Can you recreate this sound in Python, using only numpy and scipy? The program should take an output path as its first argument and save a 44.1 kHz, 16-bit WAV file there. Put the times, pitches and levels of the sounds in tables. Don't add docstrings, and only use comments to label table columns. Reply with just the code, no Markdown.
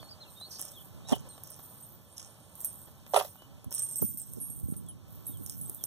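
import sys
import numpy as np
from scipy import signal
from scipy.fft import rfft, irfft, next_fast_len
from scipy.io import wavfile
from scipy.ndimage import uniform_filter1d

SR = 44100
rng = np.random.default_rng(int(sys.argv[2]) if len(sys.argv) > 2 else 0)


def dump_mix(stems):
    frames = np.atleast_2d(stems).T
    limited = np.clip(frames, -1, 1)
    pcm = np.round(limited * 32767).astype(np.int16)
    wavfile.write(sys.argv[1], SR, pcm)


N = 258426
TIME = np.arange(N) / SR

CHAIN_MODES = {"a": (7450, -14, .2, 25), "b": (8060, -13, .2, 35), "c": (8256, -11, .3, 15),
               "d": (8390, -13, .25, 30), "e": (8652, 0, .45, 7), "f": (8945, -1, .35, 25),
               "g": (9781, -13, .45, 8), "h": (10098, -10, .33, 12), "i": (11305, -14, .35, 10),
               "j": (14228, -9, .42, 10), "k": (7590, -14, .1, 60), "l": (8520, -12, .12, 50),
               "m": (8850, -10, .16, 30), "n": (9130, -12, .1, 45)}
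# [f/Hz, level/dB]
CLATTER_COLOUR = [(6000, -13), (7700, 16), (8100, -7), (8500, -7), (8930, 26), (9300, 17), (10100, 4),
                  (10700, -13), (11300, 23), (12200, 5), (15000, -26)]
# [f/Hz, level/dB]
GRIT_COLOUR = [(1500, -13.5), (3000, -3), (4500, -16), (5400, 8), (6500, 3), (8000, 1.5), (11000, 0),
               (15000, -42)]
# [f/Hz, level/dB]
WASH_COLOUR = [(100, -10.5), (350, -1.5), (750, 2), (1200, -2.5), (1800, -11), (3300, -7.5), (4600, -12),
               (8000, -13), (15300, -15.5), (16000, -51)]
# [t/s, length/s, level of swinging links/dB, level of trailing links/dB]
PULLS = [(-.05, 0.048, -63, -67), (0.31, 0.36, -63, -66), (0.535, 0.29, -62.5, -60), (1.31, 0.27, -75, -64),
         (1.597, 0.3, -65, -58.5), (2.096, 0.54, -63, -71), (2.6, 0.2, -57.5, -55), (3.117, 0.13, -59, -53),
         (3.77, 0.11, -45, -56), (4.006, 0.08, -45.5, -53), (4.268, 0.45, -59, -57.5),
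         (5.127, 0.057, -78, -60.5), (5.28, 0.06, -64, -58), (5.44, 0.16, -61, -55),
         (5.602, 0.26, -60.5, -53)]
PULL_ATTACK_S, PULL_RELEASE_S, PULL_SAG_DB_PER_S = 0.067, 0.1, -5.5


def undb(db):
    return 10 ** (np.asarray(db) / 20)


def unit(x):
    return x / np.sqrt(np.mean(x ** 2) + 1e-20)


def gain_at(points, hz):
    f, db = np.transpose(points)
    return undb(np.interp(np.log(hz + 1), np.log(f), db))


def colour(x, points, size=2048):
    cepstrum = irfft(np.log(gain_at(points, np.fft.rfftfreq(size, 1 / SR))))
    cepstrum[1:size // 2] *= 2
    cepstrum[size // 2 + 1:] = 0
    response = irfft(np.exp(rfft(cepstrum)))
    return signal.fftconvolve(x, response / np.linalg.norm(response))[:len(x)]


def add(track, s, sound):
    start = int(s * SR)
    lo, hi = max(start, 0), min(start + len(sound), N)
    if hi > lo:
        track[lo:hi] += sound[lo - start:hi - start]


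def curve(table):
    return np.interp(TIME, *np.transpose(table))


def walk(rate):
    k = int(SR / rate)
    held = rng.standard_normal(N)[np.arange(N) // k]
    return 1.3 * uniform_filter1d(uniform_filter1d(held, k), k)


def flutter(shape, rate, db):
    k = int(SR / rate)
    jumps = np.sqrt(k) * uniform_filter1d(rng.standard_normal(shape), k)
    return unit(undb(db * np.clip(jumps, -2, 2)))


def swells(rows, attack_s, release_s, sag_db_per_s, idle_db):
    power = undb(idle_db) ** 2
    for s, length, db in rows:
        t = TIME - s
        rise = np.clip(1 + t / attack_s, 0, 1)
        fall = np.exp(-np.clip((t - length) / release_s, 0, 20))
        sagging = undb(db + sag_db_per_s * np.clip(t, 0, length))
        power = power + (rise * fall * sagging) ** 2
    return np.sqrt(power)


def contacts(rate, spread_db):
    size = undb(spread_db * np.minimum(rng.exponential(size=N), 4))
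    hits = rng.random(N) < rate / SR
    return unit(hits * size * rng.choice([-1, 1], N))


def grains(rate, spread_db, decay_s):
    impacts = contacts(rate, spread_db)
    power = signal.lfilter([1], [1, -np.exp(-2 / (decay_s * SR))], impacts ** 2)
    return unit(np.sqrt(power) * rng.standard_normal(N))


def bursts(table, points, catch_db=0, size=8192):
    out, t = np.zeros(N), np.arange(size) / SR
    for s, db, length, hardness in table:
        swell = t / length * np.exp(-2 * (t / length) ** 2)
        push = swell * rng.standard_normal(size) * flutter(size, rate=420, db=catch_db)
        tilted = [(hz, level + hardness * np.log2(hz)) for hz, level in points]
        add(out, s, unit(colour(push, tilted)) * np.sqrt(length * SR / size) * undb(db))
    return out


def ports(x, balance, diffuse_db):
    # [f/Hz, phase/rad]
    port_phase = [(0, 0), (1640, 0), (2070, -3.1), (2850, -3.2), (3360, -6), (4000, -6.6), (4800, -9.3),
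                  (5700, -11.3), (8960, -20.1), (13400, -30.8), (16200, -36)]
    size = next_fast_len(N + SR // 10)
    hz, spectrum = np.fft.rfftfreq(size, 1 / SR), rfft(x, size)
    lean = np.sqrt(gain_at(balance, hz))
    turn = np.exp(1j * np.interp(hz, *np.transpose(port_phase)))
    direct = irfft(np.array([spectrum * lean * turn, spectrum / lean]), size)[:, :N]
    t = TIME[:SR // 10]
    ground = rng.standard_normal((2, len(t))) * t * np.exp(-t / 0.0037)
    ground /= np.linalg.norm(ground, axis=1, keepdims=True)
    return direct + undb(diffuse_db) * signal.fftconvolve(x[None], ground, axes=1)[:, :N]


def distant_wash(db):
    # [t/s, level/dB]
    wash_level = [(0.0, -63), (0.47, -65), (1.22, -61.5), (1.99, -67.5), (2.35, -64), (3.33, -66.5),
                  (3.87, -68), (4.06, -76), (4.32, -72.5), (5.02, -68), (5.26, -65.5), (5.6, -68.5),
                  (5.86, -65)]
    swell = 1.2 * walk(11)
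    return undb(curve(wash_level) + db + swell) * colour(rng.standard_normal(N), WASH_COLOUR)


def paws(db):
    # [t/s, level/dB, length/s]
    pats = [(0.028, -46.5, 0.0041), (0.411, -49.5, 0.0046), (0.483, -54.5, 0.005), (0.594, -50.5, 0.007),
            (1.246, -56.5, 0.036), (1.377, -51, 0.0054), (1.591, -51, 0.0061), (3.064, -48, 0.0029),
            (2.87, -58.5, 0.021), (3.356, -50.5, 0.0029), (3.419, -53, 0.0067), (3.64, -55.5, 0.0088),
            (3.713, -49.5, 0.0076), (0.646, -56, 0.006), (3.993, -58, 0.0076), (4.736, -56, 0.0091)]
    hardness = -2
    return undb(db) * bursts([(*row, hardness) for row in pats], WASH_COLOUR)


def thump(s, hz, db, length):
    out, t = np.zeros(N), TIME[:int(length * SR)]
    add(out, s, undb(db) * np.sin(np.pi * t / length) * np.sin(2 * np.pi * hz * t))
    return out


def wind(breeze_db, puff_db, rumble_db):
    # [f/Hz, level/dB]
    breeze_colour = [(25, -42.5), (45, -18.5), (65, -4), (105, 4), (170, -1), (260, -7.5), (450, -18),
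                     (1000, -51.5)]
    # [t/s, level/dB]
    breeze_level = [(0, -70), (.6, -72.5), (1.1, -58.5), (1.6, -72.5), (2.5, -71.5), (3.6, -70), (4.3, -60),
                    (4.7, -55.5), (4.85, -53), (5.05, -58), (5.3, -52), (5.86, -57.5)]
    # [t/s, level/dB, length/s, hardness/dB per octave]
    puffs = [(1.117, -21, 0.012, 2.5), (3.655, -40, 0.025, -13.5), (4.011, -33, 0.035, -6),
             (4.022, -25.5, 0.0056, 0.5), (4.08, -47.5, 0.036, -5.5), (4.142, -42.5, 0.008, -7),
             (4.366, -43, 0.019, 1.5), (4.405, -49, 0.031, -4.5), (4.5, -44.5, 0.0092, -0.5),
             (4.625, -33.5, 0.016, -13.5), (4.655, -35, 0.0047, -9), (4.682, -35, 0.0065, -3.5),
             (4.696, -35, 0.0058, -6.5), (4.72, -30.5, 0.0067, -5), (4.773, -43.5, 0.008, -6),
             (5.29, -44.5, 0.015, -5), (5.39, -46, 0.037, -4)]
    # [f/Hz, level/dB]
    puff_colour = [(30, -65), (70, -10), (130, -8), (190, -1), (260, -1.5), (500, -14), (800, -27.5),
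                   (2000, -73), (6000, -53)]
    gusts = 2.6 * walk(14)
    breeze = undb(curve(breeze_level) + breeze_db + gusts) * colour(rng.standard_normal(N), breeze_colour)
    puffing = undb(puff_db) * bursts(puffs, puff_colour)
    eddies = breeze + puffing + thump(s=4.008, hz=189, db=-24, length=0.057)
    rumble = undb(rumble_db + walk(7.8)) * colour(rng.standard_normal(N), breeze_colour)
    return np.array([[-.66], [1.05]]) * eddies + rumble


def birds(db, echo_db, echo_s, slap_db, slap_s, rasp_hz, count=5):
    # [t/s, length/s, start f/Hz, end f/Hz, bow/Hz, level/dB]
    chirps = [(-.02, 0.039, 2990, 3670, 2, -56.5), (-.01, 0.1, 4630, 4190, -21, -62),
              (0.082, 0.024, 4130, 5100, 5, -54.5), (0.103, 0.038, 5100, 4300, 102, -51.5),
              (0.2, 0.048, 4000, 3000, 601.5, -53.5), (.24, 0.05, 2970, 2580, -60, -65),
              (0.353, 0.057, 3660, 3770, -1.5, -60), (0.396, 0.064, 3640, 3790, 334, -48),
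              (.427, 0.058, 4180, 4430, 36, -53.5), (.27, 0.041, 4250, 3740, 50, -65.5),
              (.726, .035, 3250, 3680, 177, -63), (.75, 0.055, 3600, 2940, -2, -57),
              (0.788, 0.044, 3600, 3020, 62, -61.5), (1.04, 0.092, 3480, 3020, 620, -57.5),
              (1.122, 0.029, 3330, 2760, 43, -40.5), (1.135, 0.037, 3700, 3140, 30, -59),
              (1.293, 0.031, 4090, 3930, 200, -63.5), (1.313, 0.049, 3790, 4100, -3, -64.5),
              (3.361, 0.12, 2946, 2966, 23, -63.5), (4.857, 0.074, 3610, 2770, 3, -66),
              (5.265, 0.078, 3680, 3640, 60, -71), (5.317, 0.068, 3640, 2900, 7, -65.5),
              (5.775, 0.07, 3700, 2950, 90, -64.5)]
    trill_s, step_s, note_s, trill_rasp_hz = .503, .014, .021, 330
    trill = []
    for k, (early, loud) in enumerate(rng.standard_normal((count, 2))):
        start_s = trill_s + step_s * (k + 0.15 * early)
        trill.append((start_s, note_s, 6650, 3940, 0, -49 + 2 * loud))

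    out = np.zeros(N)
    for notes, waver_hz in (chirps, rasp_hz), (trill, trill_rasp_hz):
        for s, length, start_hz, end_hz, bow_hz, chirp_db in notes:
            u = np.linspace(0, 1, int(length * SR))
            waver = unit(uniform_filter1d(rng.standard_normal(SR // 4), size=24))[:len(u)]
            glide = start_hz + (end_hz - start_hz) * u + bow_hz * np.sin(np.pi * u)
            hz = glide + waver_hz * waver
            note = undb(chirp_db + db) * np.sin(np.pi * u) * np.sin(2 * np.pi * np.cumsum(hz) / SR)
            add(out, s, note)
            add(out, s + slap_s, undb(slap_db) * note)
    field = rng.standard_normal(SR // 2) * np.exp(-TIME[:SR // 2] / echo_s)
    return out + undb(echo_db) * signal.fftconvolve(out, field / np.linalg.norm(field))[:N]


def fingers(db):
    # [t/s, level/dB, length/s, hardness/dB per octave]
    rubs = [(1.075, -44, 0.056, 5), (1.110, -36, 0.01, 2), (1.119, -30, 0.012, 3), (1.132, -25, 0.0031, -1),
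            (1.146, -44.5, 0.017, 8.5), (1.162, -43.5, 0.0056, 0), (3.135, -22, 0.0053, -1),
            (3.141, -19, 0.0055, 1), (3.154, -29, 0.0041, 4.5), (3.160, -16, 0.0095, 0.5),
            (3.171, -19, 0.0086, -1), (3.182, -30.5, 0.017, 4.5), (3.199, -27.5, 0.0044, 3),
            (3.209, -24, 0.0038, -1), (3.216, -43, 0.023, 4), (3.247, -37.5, 0.0053, 4),
            (3.25, -54, .035, 7), (4.022, -39, .004, -2)]
    # [f/Hz, level/dB]
    rub_colour = [(100, -43), (250, -27), (320, -22.5), (400, 4), (455, -4.5), (545, 4.5), (660, -3),
                  (745, 4.5), (830, -2), (920, -0.5), (1010, -8), (1200, -7), (1600, -17), (2200, -21),
                  (3300, -18.5), (5000, -30.5), (8000, -31.5), (11000, -29), (13500, -36), (15500, -42)]
    return undb(db) * bursts(rubs, rub_colour, catch_db=4)


def stones():
    # [t/s, level/dB, length/s]
    strikes = [(0.595, -43, 0.0055), (2.18, -35.5, 0.0018), (3.77, -40, 0.0012), (3.791, -39, 0.0067),
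               (5.4615, -42.5, 0.003), (5.4965, -33, 0.0014), (5.839, -32.5, 0.00074)]
    hardness = 4.5
    return bursts([(*row, hardness) for row in strikes], GRIT_COLOUR)


def scrape():
    # [t/s, length/s, level/dB]
    drags = [(.512, 0.18, -54.5), (.598, 0.023, -45), (1.09, 0.011, -44.5), (1.45, 0.13, -56.5),
             (2.18, 0.015, -47), (2.64, 0.037, -56.5), (3.145, 0.043, -44.5), (3.725, 0.075, -45.5),
             (3.88, 0.23, -54.5), (4.19, 0.3, -61.5), (5.47, 0.05, -54.5), (5.837, .005, -72)]
    dragging = swells(drags, attack_s=0.019, release_s=0.048, sag_db_per_s=-23, idle_db=-77.5)
    grit = grains(rate=1100, spread_db=4.2, decay_s=0.0009)
    return dragging * colour(grit, GRIT_COLOUR)


def rattle(db):
    # [f/Hz, level/dB]
    rattle_colour = [(3000, -44), (7000, -6), (9000, -2), (11000, 0.5), (11900, 6), (12150, 13.5),
                     (14000, 10), (15400, 7), (15750, -32)]
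    s, length, _, rattle_db = np.transpose(PULLS)
    rows = zip(s, length, rattle_db)
    trailing = swells(rows, PULL_ATTACK_S, PULL_RELEASE_S, PULL_SAG_DB_PER_S, idle_db=-101)
    clusters = undb(1.3 * walk(30))
    touches = grains(rate=1500, spread_db=3.3, decay_s=0.0009)
    return undb(db) * trailing * clusters * colour(touches, rattle_colour)


def jingle(rate, free):
    out = 0
    for hz, db, t60, _ in CHAIN_MODES.values():
        pole = np.exp(2j * np.pi * hz / SR - np.log(1000) / (t60 * free * SR))
        ringing = signal.lfilter([1], [1, -pole], contacts(rate, 2)).imag
        out = out + undb(db + 5 * walk(14)) * unit(ringing)
    return unit(out)


def swing():
    s, length, jingle_db, _ = np.transpose(PULLS)
    rows = zip(s, length, jingle_db)
    swinging = swells(rows, PULL_ATTACK_S, PULL_RELEASE_S, PULL_SAG_DB_PER_S, idle_db=-94)
    damped = colour(grains(rate=140, spread_db=3.5, decay_s=.004), CLATTER_COLOUR)
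    return swinging * (undb(-0.5) * jingle(rate=90, free=0.32) + undb(-2.5) * damped)


def clinks(tick_db, ring_db, clatter_db, clatter_s):
    # [t/s, tick level/dB, ring level/dB, time until the link is caught/s,
    #  letters of the modes that the blow favours, strongest first]
    blows = [(.3037, -45, -55, .12, "je"), (.4, -37, -53, .04, "fe"), (.51, -50, -49, .1, "e"),
             (.594, -31, -51, .05, "feh"), (.6098, -27, -56, .01, "m"), (.6152, -18, -47, .06, "ef"),
             (.6518, -28, -55, .01, "h"), (.717, -37, -48, .01, "bn"), (1.206, -42, -62, .01, "j"),
             (1.289, -48, -45, .12, "e"), (1.436, -26, -56, .01, "f"), (1.474, -33, -60, .01, "e"),
             (1.503, -31, -60, .01, "e"), (1.5065, -30, -52, .04, "fe"), (1.5185, -34, -52, .035, "ml"),
             (1.5635, -37, -60, .01, "j"), (1.628, -46, -50, .06, "fj"), (1.7, -50, -52, .1, "f"),
             (1.803, -46, -51, .02, "bj"), (1.825, -42, -48, .025, "eh"), (1.922, -45, -52, .04, "j"),
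             (2.554, -33, -55, .03, "e"), (2.605, -26, -49, .035, "aeb"), (2.613, -26, -52, .01, "k"),
             (2.647, -14, -34, .012, "hij"), (2.6534, -21, -29, .005, "i"), (2.656, -34, -38, .05, "feh"),
             (2.7305, -33, -60, .01, "e"), (2.817, -35, -60, .01, "f"), (3.1647, -21, -24, .008, "gh"),
             (3.6447, -33, -59, .01, "h"), (3.7078, -28, -52, .01, "j"), (3.7262, -22, -50, .01, "j"),
             (3.7406, -24, -35, .005, "nme"), (3.7484, -17, -30, .012, "nbf"),
             (3.7816, -31, -33, .02, "fd"), (3.7938, -16, -30, .008, "cl"), (3.82, -36, -29, .05, "efh"),
             (3.8874, -28, -37, .012, "eig"), (3.911, -25, -38, .03, "fdaj"), (3.924, -34, -34, .02, "md"),
             (3.9582, -22, -32, .014, "cdmi"), (3.967, -27, -37, .035, "jil"), (3.983, -32, -31, .012, "c"),
             (4.0166, -24, -27.5, .11, "jg"), (4.019, -34, -33, .015, "hi"), (4.056, -35, -37, .03, "fm"),
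             (4.08, -33, -39, .07, "gjfa"), (4.1735, -24, -36, .012, "jefh"),
             (4.1967, -28, -37, .012, "mbk"), (4.2165, -23, -40, .012, "lck"), (4.2725, -38, -49, .02, "d"),
             (4.3355, -25, -53, .02, "dh"), (4.4017, -37, -37, .06, "ih"), (4.4142, -33, -33, .08, "ifhg"),
             (4.4985, -39, -38, .05, "ieh"), (4.562, -35, -43, .025, "hej"), (4.59, -31, -57, .01, "j"),
             (4.599, -31, -57, .01, "e"), (4.6187, -38, -60, .01, "j"), (4.69, -45, -48, .03, "hf"),
             (4.7105, -38, -44, .018, "hei"), (4.7655, -37, -42, .015, "hfej"),
             (4.8635, -40, -60, .01, "d"), (4.8861, -40, -37, .018, "h"), (5.1066, -42, -62, .01, "j"),
             (5.2568, -36, -50, .01, "d"), (5.2667, -32, -34, .022, "hi"), (5.268, -42, -39, .055, "j"),
             (5.305, -50, -48, .025, "ej"), (5.372, -31, -55, .01, "c"), (5.4623, -23, -52, .02, "f"),
             (5.4972, -22, -50, .02, "fe"), (5.5795, -39, -43, .02, "i"), (5.612, -45, -33.5, .035, "h"),
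             (5.657, -40, -44, .012, "cd"), (5.697, -17.5, -54, .01, "h"), (5.7472, -25, -52, .03, "djg"),
             (5.8392, -12, -41, .04, "hfe")]
    # [f/Hz, level/dB]
    tick_colour = [(500, -1.5), (2000, -15.5), (3300, -16), (4600, -13), (5500, -3.5), (7500, 4.5),
                   (8700, 7.5), (10500, 13.5), (13000, 13.5), (15300, 10), (16300, -3)]
    tick_s, caught_t60_s = .00045, 0.13
    chatter_s, chatter_db = 0.0015, -9.5
    bounce_s, bounce_db = 0.018, -17
    mode_step_db, other_modes_db = -2, -22.5
    partner_db, partner_scatter_hz = -12, 140
    buzz_hz, buzz_db = 200, 2.2

    ticks, clatter, rings, t = np.zeros(N), np.zeros(N), np.zeros(N), TIME[:SR // 4]
    hz, mode_db, t60, scatter_hz = np.transpose(list(CHAIN_MODES.values()))
    for s, strike_db, strength_db, free_s, struck in blows:
        chatter, bounce = s + np.array([chatter_s, bounce_s]) * (.5 + rng.random(2))
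        for when, db in (s, 0), (chatter, chatter_db), (bounce, bounce_db):
            tick = rng.standard_normal(SR // 100) * np.exp(-TIME[:SR // 100] / tick_s)
            add(ticks, when, undb(strike_db + db) * unit(tick) / np.sqrt(len(tick)))

        choked = rng.standard_normal(len(t)) * np.exp(-t / clatter_s)
        add(clatter, s, undb(strength_db) * choked)

        share_db = np.array([
            mode_step_db * struck.index(name) if name in struck else other_modes_db + db / 2
            for name, db in zip(CHAIN_MODES, mode_db)])
        decay = t / t60[:, None] + np.maximum(t - free_s, 0) / caught_t60_s
        fade = undb(-60 * decay) * np.minimum(t / tick_s, 1)
        for db, spread_hz in (0, scatter_hz), (partner_db, partner_scatter_hz):
            pitch = hz + spread_hz * rng.standard_normal(len(hz))
            buzz = flutter(fade.shape, buzz_hz, buzz_db)
            modes = buzz * fade * np.sin(2 * np.pi * np.outer(pitch, t))
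            add(rings, s, undb(strength_db + db + share_db) @ modes)
    rings = signal.sosfilt(signal.butter(4, 5000, "high", fs=SR, output="sos"), rings)
    ticking = undb(tick_db) * colour(ticks, tick_colour)
    clattering = undb(clatter_db) * colour(clatter, CLATTER_COLOUR)
    return ticking + clattering + undb(ring_db) * rings


def chain():
    blows = clinks(tick_db=7.0, ring_db=-2, clatter_db=-8.5, clatter_s=.006)
    return swing() + rattle(db=4.0) + scrape() + blows + stones()


def scene():
    # [f/Hz, level/dB]
    port_balance = [(100, -1), (380, -1), (700, -6.5), (1300, -1), (2400, 1.5), (4400, -2.5), (8000, -5.5),
                    (15000, -3)]
    # [f/Hz, level/dB]
    hand_balance = [(200, -4), (400, -9), (750, -10.5), (1300, -2), (2400, -1.5), (4400, -6), (15000, 1)]
    fields = distant_wash(db=4.5) + paws(db=0.0)
    chirping = birds(db=6.0, echo_db=-14.5, echo_s=0.033, slap_db=-14.5, slap_s=0.023, rasp_hz=53.0)
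    far = ports(fields + chirping, port_balance, diffuse_db=-9.0)
    air = far + wind(breeze_db=11, puff_db=4.5, rumble_db=-60.5)
    hand = ports(fingers(db=-3.5), hand_balance, diffuse_db=-5.0)
    links = ports(chain(), port_balance, diffuse_db=-12)
    return links + hand + air


def record(dry):
    return signal.sosfilt(signal.ellip(8, .2, 80, 16000, fs=SR, output="sos"), dry)


dry = scene()
out = record(dry)
dump_mix(out)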